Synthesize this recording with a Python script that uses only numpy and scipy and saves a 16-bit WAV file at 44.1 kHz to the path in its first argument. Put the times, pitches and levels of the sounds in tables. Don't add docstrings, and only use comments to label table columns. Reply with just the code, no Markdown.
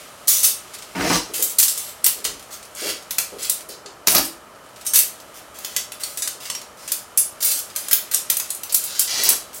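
import sys
import numpy as np
from scipy import signal
from scipy.fft import irfft
from scipy.io import wavfile

SR = 44100
rng = np.random.default_rng(int(sys.argv[2]) if len(sys.argv) > 2 else 0)


def wrap_up_sound(samples):
    columns = np.atleast_2d(samples).T
    tamed = np.clip(columns, -1, 1)
    steps = np.round(tamed * 32767).astype(np.int16)
    wavfile.write(sys.argv[1], SR, steps)


N = 423351
AGE = np.arange(int(.45 * SR)) / SR
BAND_EDGES_HZ = np.geomspace(30, 17000, 24)
BAND_HZ = np.sqrt(BAND_EDGES_HZ[1:] * BAND_EDGES_HZ[:-1])


def from_db(db):
    return 10 ** (np.asarray(db) / 20)


def rms_one(x):
    return x / np.sqrt(np.mean(x ** 2) + 1e-20)


def energy_one(x):
    return x / np.sqrt(np.sum(x ** 2) + 1e-20)


def at_hz(points, hz):
    row_hz, value = np.transpose(points)
    return np.interp(np.log(hz), np.log(row_hz), value)


def fade(t60):
    return np.exp(-np.log(1000) * AGE / np.maximum(t60, 1e-3))


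def add(out, start_s, sound):
    i = max(int(start_s * SR), 0)
    out[i:i + len(sound)] += sound[:max(N - i, 0)]


def noise_bands():
    white = rng.standard_normal((2, N + len(AGE)))
    bands = []
    for k in range(len(BAND_HZ)):
        bandpass = signal.butter(2, BAND_EDGES_HZ[k:k + 2], "band", fs=SR, output="sos")
        bands.append(signal.sosfilt(bandpass, white[k % 2])[-N:])
    return np.array(bands)


def coloured(bands, spectrum):
    i = rng.integers(bands.shape[1] - len(AGE))
    return rms_one(from_db(at_hz(spectrum, BAND_HZ)) @ bands[:, i:i + len(AGE)])


def struck(modes, spread_db=2.0):
    out = np.zeros(len(AGE))
    for hz, db, t60 in modes:
        strength = from_db(db + spread_db * rng.standard_normal()) * rng.choice([-1, 1])
        out += strength * np.sin(2 * np.pi * hz * AGE) * fade(t60)
    return out


def slips(length_s, start_db, end_db, per_s, spread_db):
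    size = max(int(length_s * SR), 2)
    chance = rng.random(len(AGE))[:size]
    hit = chance <= max(per_s / SR, chance.min())
    strength = from_db(spread_db * np.clip(rng.standard_normal(len(AGE))[:size], -2, 2))
    clicks = hit * strength * rng.choice([-1, 1], len(AGE))[:size]
    return rms_one(clicks) * from_db(np.linspace(start_db, end_db, len(clicks)))


# frequency in Hz, relative spectral density in dB.
AIR_SPECTRUM = [(30, -14), (50, -4), (100, -3), (160, -4.5), (350, -1.5), (500, 1), (800, -0.5),
                (1300, -1.5), (1700, -6), (2600, -13), (4000, -16), (9000, -18), (12000, -20), (16000, -32)]
# frequency in Hz, width in Hz, relative level in dB.
AIR_RESONANCES = [(200, 15, -22), (610, 35, -8), (1260, 100, -7), (3020, 110, -16)]


def hum(bands, air_db=-45.5, resonance_db=-47.0):
    air = from_db(air_db) * rms_one(from_db(at_hz(AIR_SPECTRUM, BAND_HZ)) @ bands)
    for hz, width_hz, db in AIR_RESONANCES:
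        peak = signal.iirpeak(hz, hz / width_hz / 2, fs=SR)
        drone = signal.lfilter(*peak, signal.lfilter(*peak, rng.standard_normal(N)))
        air += from_db(resonance_db + db) * rms_one(drone)
    return air


# frequency in Hz, time to fall 60 dB in seconds.
KITCHEN_DECAY = [(100, 0.31), (500, 0.34), (1500, 0.34), (4000, 0.34), (9000, 0.29), (15000, 0.22)]


def reflections(x, bands, build_s=0.0016):
    i = rng.integers(N - len(AGE))
    tails = bands[:, i:i + len(AGE)] * fade(at_hz(KITCHEN_DECAY, BAND_HZ)[:, None])
    build = 1 - np.exp(-(AGE / build_s) ** 2)
    return signal.oaconvolve(x, energy_one(tails.sum(axis=0) * build))[:N]


def scattered_reflections(x, bands, spots=6, step_s=0.006):
    spot = np.arange(N) / (step_s * SR)
    out = np.zeros(N)
    for k in range(spots):
        nearness = np.maximum(1 - np.abs((spot - k) % spots - 1), 0)
        out += reflections(x * np.sqrt(nearness), bands)
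    return out


# time in seconds, level in dB.
HANDLING_LEVEL = [(0, -41.5), (.15, -48), (.8, -45), (3.0, -50.5), (3.6, -45), (3.9, -88), (4.7, -59),
                  (4.8, -47.5), (5.3, -50.5), (6.0, -58), (6.7, -57), (8.0, -44.5), (9.6, -50)]
# frequency in Hz, relative spectral density in dB.
HANDLING_SPECTRUM = [(1000, -8), (2500, 3), (4500, -1.5), (10000, -0.5), (16000, -14)]


def rustle(bands):
    level_db = np.interp(np.arange(N) / SR, *np.transpose(HANDLING_LEVEL))
    hiss = rms_one(from_db(at_hz(HANDLING_SPECTRUM, BAND_HZ)) @ bands)
    return from_db(level_db) * hiss[::-1]


def settling(bands, per_s=6.0, chances=120, low_hz=5000, high_hz=11100):
    when, chance, pitch = rng.random((3, chances))
    times = when * N / SR
    scatter_db = 0.5 * np.clip(rng.standard_normal(chances), -2, 2)
    levels = np.interp(times, *np.transpose(HANDLING_LEVEL)) + 3.5 - scatter_db
    partials = low_hz + pitch * (high_hz - low_hz)
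    ticks = np.column_stack([times, levels, partials])[chance < per_s * N / SR / chances]
    ring_db, dull_db, sparkle_db, sung_t60 = 3, 2, -6.0, 0.12
    out = clinks(bands, [(s, db, ring_db, dull_db, sparkle_db) for s, db, _ in ticks])
    for s, db, sung_hz in ticks:
        add(out, s, struck([(sung_hz, db + 0.5, sung_t60)]))
    return out


# start and length in seconds, relative first and last level in dB,
# bass gain in dB.
DRAWER_JOLTS = [(0.95, 0.064, -27.5, -21, 2), (1.016, 0.067, -26.5, -19, 4),
                (1.097, 0.067, -13.5, -24.5, 7), (2.246, 0.11, -50, -50, 39),
                (4.071, 0.012, -30, -10.5, -35), (4.104, .09, -31.5, -20.5, -9.5),
                (9.093, 0.25, -49, -31.5, -22)]
# frequency in Hz, relative spectral density in dB.
PANEL_SPECTRUM = [(45, -2), (90, -21), (120, -20), (175, -4.5), (220, -25), (285, 4.5), (420, -11),
                  (650, -3.5), (950, -4.5), (1300, -6.5), (3000, -15), (6000, -41)]
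# frequency in Hz, relative level in dB, time to fall 60 dB in seconds.
PANEL_MODES = [(172.6, -11.5, 0.28), (282, -5, 0.16), (323.5, -8.5, 0.15), (470, -7, 0.1),
               (699, -22, 0.062), (930, -11, 0.12)]


def drawer_judders(bands, thud_t60=0.03, modes_db=0.5, level_db=-2.8):
    out = np.zeros(N)
    for s, length_s, start_db, end_db, bass_db in DRAWER_JOLTS:
        bass = [(180, bass_db), (400, 0)]
        spectrum = np.column_stack([BAND_HZ, at_hz(PANEL_SPECTRUM, BAND_HZ) + at_hz(bass, BAND_HZ)])
        for _ in range(4):
            thud = energy_one(coloured(bands, spectrum) * fade(thud_t60))
            ring = from_db(modes_db + min(bass_db, 0)) * energy_one(struck(PANEL_MODES))
            impacts = slips(length_s, start_db, end_db, per_s=500, spread_db=5.0)
            add(out, s, signal.fftconvolve(impacts, thud + ring) / 2)
    return from_db(level_db) * out


# start in seconds, level in dB.
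DRAWER_BUMPS = [(1.295, -34), (1.39, -30.5), (2.16, -39.5), (2.25, -36.5), (2.818, -30.5), (2.855, -27),
                (3.32, -33), (3.679, -36.5), (3.852, -39), (9.19, -33.5), (9.26, -36.5)]


def drawer_bumps(bands, centre_hz=412, db_per_octave=-17.0, rise_s=0.0045, t60=0.25):
    out = np.zeros(N)
    hump = np.column_stack([BAND_HZ, db_per_octave * np.abs(np.log2(BAND_HZ / centre_hz))])
    envelope = fade(t60) * (1 - np.exp(-AGE / rise_s))
    for s, db in DRAWER_BUMPS:
        add(out, s, from_db(db) * coloured(bands, hump) * envelope)
    return out


# frequency in Hz, relative level in dB, time to fall 60 dB in seconds.
BASKET_MODES = [(176, -6, 0.22), (240.4, -6, 0.39), (274, -10, 0.24), (332.3, 0, 0.25), (690, -26, 0.16),
                (975, -18, 0.14), (1260, 5.5, 0.042)]
# start in seconds, level in dB.
BASKET_BLOWS = [(4.075, -32), (4.15, -24.5), (4.204, -29.5)]


def basket():
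    out = np.zeros(N)
    for s, db in BASKET_BLOWS:
        add(out, s, from_db(db) * struck(BASKET_MODES))
    return out


# frequency in Hz, relative level in dB, time to fall 60 dB in seconds.
SPOON_MODES = [(4720, -29, 0.28), (6930, -42, 0.41), (8430, -8, 0.14), (9539, -25, 0.2), (9890, -13, 0.2),
               (10735, -14, 0.14), (11970, -5, 0.12), (13700, -11, .17), (13700, -16, .16),
               (13950, -15, .16), (14600, -10, .1), (14800, -17, .15)]
FORK_MODES = [(2050, -27, 0.083), (4150, -12, .08), (4450, -30, 0.031), (4600, -13, 0.14),
              (5630, -18, 0.088), (6200, -16, .09), (8200, -16, .22), (8600, -15, .16), (9320, -21, 0.063),
              (11330, -19, 0.13), (15165, -17, .13)]
# start in seconds, level in dB, the partial that sings out in Hz.
SPOON_BLOWS = [(.28, -20, 6930), (.44, -26, 13950), (3.498, -27, 8430), (4.865, -25, 8430),
               (7.175, -9.5, 10735), (7.447, -16, 9890), (7.51, -18, 8430)]
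FORK_BLOWS = [(.44, -14, 8600), (1.585, -11, 9320), (1.627, -27, 11330), (2.245, -25, 4450),
              (4.15, -9.5, 11330), (5.764, -30, 2050), (6.035, -20.5, 4450), (6.035, -21, 9320),
              (6.55, -27.5, 5630), (7.93, -27, 15165), (9.29, -28, 8600)]


def utensil(modes, blows):
    out = np.zeros(N)
    for s, db, sung_hz in blows:
        sung = np.argmin([abs(hz - sung_hz) for hz, _, _ in modes])
        excited = [(hz, 0 if k == sung else level, t60) for k, (hz, level, t60) in enumerate(modes)]
        add(out, s, from_db(db) * struck(excited))
    return out


def steel_colour(dull_db, sparkle_db):
    body_db = -2 + 0.18 * dull_db + 1.99 * min(dull_db, 0)
    lows = [(40, body_db - 40), (150, body_db - 20), (400, body_db - 10), (1300, body_db - 3.5)]
    return lows + [(2000, body_db), (5000, dull_db), (9000, 0), (14000, sparkle_db), (16000, sparkle_db - 2)]


def pile_ring(colour, count, t60=0.14, spread_db=4.5):
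    hz = rng.uniform(1100, 16000, count)
    strength = from_db(at_hz(colour, hz) + spread_db * np.clip(rng.standard_normal(count), -2, 1.5))
    lines = np.zeros(len(AGE) // 2 + 1, complex)
    lines[(hz * len(AGE) / SR).astype(int)] = strength * np.exp(2j * np.pi * rng.random(count))
    return rms_one(irfft(lines, len(AGE))) * fade(t60)


# start and length in seconds, relative first and last level
# in dB, dullness in dB (5 kHz re 9 kHz).
STEEL_SLIDES = [(0.272, 0.23, -17.5, -24, -5), (0.712, 0.15, -54, -48, 26), (0.954, 0.21, -36.5, -18, 9),
                (1.329, 0.1, -24.5, -26, -5.5), (1.489, 0.022, -33, -21.5, -7.5),
                (1.59, 0.072, -16.5, -25, -6.5), (1.688, 0.21, -31, -36.5, -3),
                (2.505, 0.044, -36, -33.5, 1.5), (2.757, 0.15, -35, -21, 6.5),
                (3.385, 0.069, -34.5, -25.5, 2), (3.691, 0.067, -34.5, -52, 14),
                (4.078, 0.053, -25, -11, -12), (4.192, 0.067, -43, -24.5, -5), (4.848, 0.018, -34, -29, -4),
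                (4.932, 0.067, -12.5, -17.5, -4), (5.338, 0.054, -44.5, -38, 0.5),
                (5.542, 0.21, -42.5, -41, 2), (5.997, 0.58, -31.5, -62, -1.5), (6.4, 0.095, -35, -41, 0),
                (6.768, 0.19, -45.5, -39, 4), (7.403, 0.12, -26, -19, -3), (7.526, 0.067, -27, -27.5, -5),
                (7.752, 0.15, -28, -46, -2), (8.723, 0.034, -19.5, -29, -6), (8.789, 0.26, -38.5, -27, 7.5),
                (9.073, 0.23, -25.5, -19.5, 10.5), (9.532, 0.055, -32, -38, -7)]


def slides(bands, crack_t60=0.013, ring_db=-1.0, level_db=-4.5):
    out = np.zeros(N)
    for s, length_s, start_db, end_db, dull_db in STEEL_SLIDES:
        colour = steel_colour(dull_db, sparkle_db=-3 - 0.32 * max(dull_db, 0))
        for _ in range(2):
            crack = energy_one(coloured(bands, colour) * fade(crack_t60))
            ring = from_db(ring_db) * energy_one(pile_ring(colour, count=150))
            impacts = slips(length_s, start_db, end_db, per_s=260, spread_db=0.0)
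            add(out, s, signal.fftconvolve(impacts, crack + ring) / np.sqrt(2))
    return from_db(level_db) * out


# start in seconds, relative level in dB, ring gain
# in dB, dullness and sparkle in dB (5 and 14 kHz re 9 kHz).
STEEL_CONTACTS = [(0.28, -19.5, 9.5, -7, 0.5), (0.432, -17, 2.5, -8, -6), (0.443, -20.5, 8, -6, 0),
                  (1.341, -28, -1, 2, -2), (1.424, -18.5, 3, -7, 0), (1.586, -12.5, 0, -9, -2),
                  (1.599, -11.5, -36, -4, 0), (1.628, -12.5, -2, -7.5, -3), (1.68, -22.5, 4.5, -8.5, -8),
                  (1.775, -29, 4, -7.5, -7), (2.043, -11, -6, -8.5, -7), (2.063, -9, -7.5, -3.5, 3.5),
                  (2.243, -23, -18, -9, -12), (2.25, -16.5, -10, 1.5, -7), (2.75, -34.5, -15, -10, -10),
                  (3.108, -21, -10, -1.5, -1), (3.184, -12, -39, -3.5, -5), (3.427, -29.5, 1.5, -8.5, -17),
                  (3.497, -11.5, -32, -8, -3.5), (3.688, -40, 2.5, -16, -2), (3.86, -33, -11, 12, -27),
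                  (4.072, -9.5, -16, 5.5, 2.5), (4.082, -11, -25, 6, 3), (4.149, -10, -25, 5, 7.5),
                  (4.166, -15, -27, 18, -2), (4.181, -13, -25, -4, 0), (4.865, -26.5, 5, -8, -10),
                  (4.944, -26, -24, -8, -2), (4.957, -9, -9, -4.5, -1), (4.989, -11, -7, -8.5, 0),
                  (5.587, -31.5, -14, -1, 6), (5.647, -23, -26, 0.5, -2), (5.764, -14.5, -26, -2.5, -7),
                  (5.92, -28.5, -15, -1, -7), (6.036, -25.5, -26, -1, -4), (6.173, -31.5, 6, -4, -4),
                  (6.221, -28.5, 6, -3.5, -9), (6.275, -19, -26, -4.5, -10), (6.454, -32, -3, 2, -11),
                  (6.5, -20, -24, -2, -12), (6.55, -26.5, -22, 3, -8), (6.615, -34, -18, 2, -8),
                  (6.877, -36.5, 7.5, -4.5, -9), (6.919, -14, -14, -6, 0), (7.175, -19.5, 2, -6.5, -6.5),
                  (7.426, -20.5, 0.5, -4, -0.5), (7.449, -25, 7, -15, 4), (7.59, -23.5, -11, -13, -2),
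                  (7.761, -19, -14, -4, -1), (7.884, -23, -19, -3.5, -6), (7.911, -18, -2, -0.5, 3),
                  (7.93, -6, -25, -4, 6.5), (8.113, -30, 5.5, -2, 1), (8.137, -19, -16, -2.5, 2),
                  (8.145, -10.5, -28, -9, -9), (8.3, -10, -15, -3.5, 2.5), (8.369, -15, -19, -6.5, 4),
                  (8.399, -20.5, -28, -2.5, -5), (8.504, -19, -25, -10.5, -10), (8.548, -27, -25, -21, -8),
                  (8.634, -23.5, -28, -4, 0), (8.695, -39.5, 8.5, 10, 1), (8.745, -8, -15, -9.5, -2),
                  (8.839, -26.5, 1.5, -12, -1), (8.994, -10, -8, -10.5, -5), (9.235, -17, -2, -5, 3),
                  (9.29, -8.5, -9, -12, -4), (9.301, -14, -18, -10, -6)]


def clinks(bands, contacts, crack_t60=0.024, graze_t60=0.013, rebound_t60=0.013, graze_samples=800):
    out = np.zeros(N)
    swell = fade(graze_t60)[:graze_samples][::-1]
    press = 1 - fade(t60=0.0015)
    for s, db, ring_db, dull_db, sparkle_db in contacts:
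        colour = steel_colour(dull_db, sparkle_db)
        noise = coloured(bands, colour)
        graze = from_db(-12) * noise[-graze_samples:] * swell
        crack = from_db(5) * noise * fade(crack_t60)
        rebound = from_db(-0.5) * coloured(bands, colour) * fade(rebound_t60)
        rebound_s = rng.uniform(0.002, 0.004)
        ring = from_db(ring_db + 1.5) * pile_ring(colour, count=300)
        add(out, s - graze_samples / SR, from_db(db) * graze)
        add(out, s, from_db(db) * (crack + ring) * press)
        add(out, s + rebound_s, from_db(db) * rebound)
    return out


def scene(steel_wet_db=-1.5, drawer_wet_db=-4.5, ring_wet_db=-4.0):
    bands = noise_bands()
    steel = clinks(bands, STEEL_CONTACTS) + slides(bands)
    rings = utensil(SPOON_MODES, SPOON_BLOWS) + utensil(FORK_MODES, FORK_BLOWS) + basket()
    drawer = drawer_judders(bands) + drawer_bumps(bands)
    room = from_db(steel_wet_db) * scattered_reflections(steel, bands)
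    room += reflections(from_db(drawer_wet_db) * drawer + from_db(ring_wet_db) * rings, bands)
    background = hum(bands) + rustle(bands) + settling(bands)
    return (background + room + drawer + rings + steel)[None]


def record(dry, ceiling=1.7, low_cut_hz=42, high_cut_hz=15900):
    lean = signal.sosfilt(signal.butter(6, low_cut_hz, "high", fs=SR, output="sos"), dry)
    rounded = ceiling * np.tanh(lean / ceiling)
    return signal.sosfilt(signal.ellip(12, .1, 85, high_cut_hz, fs=SR, output="sos"), rounded)


dry = scene()
out = record(dry)
wrap_up_sound(out)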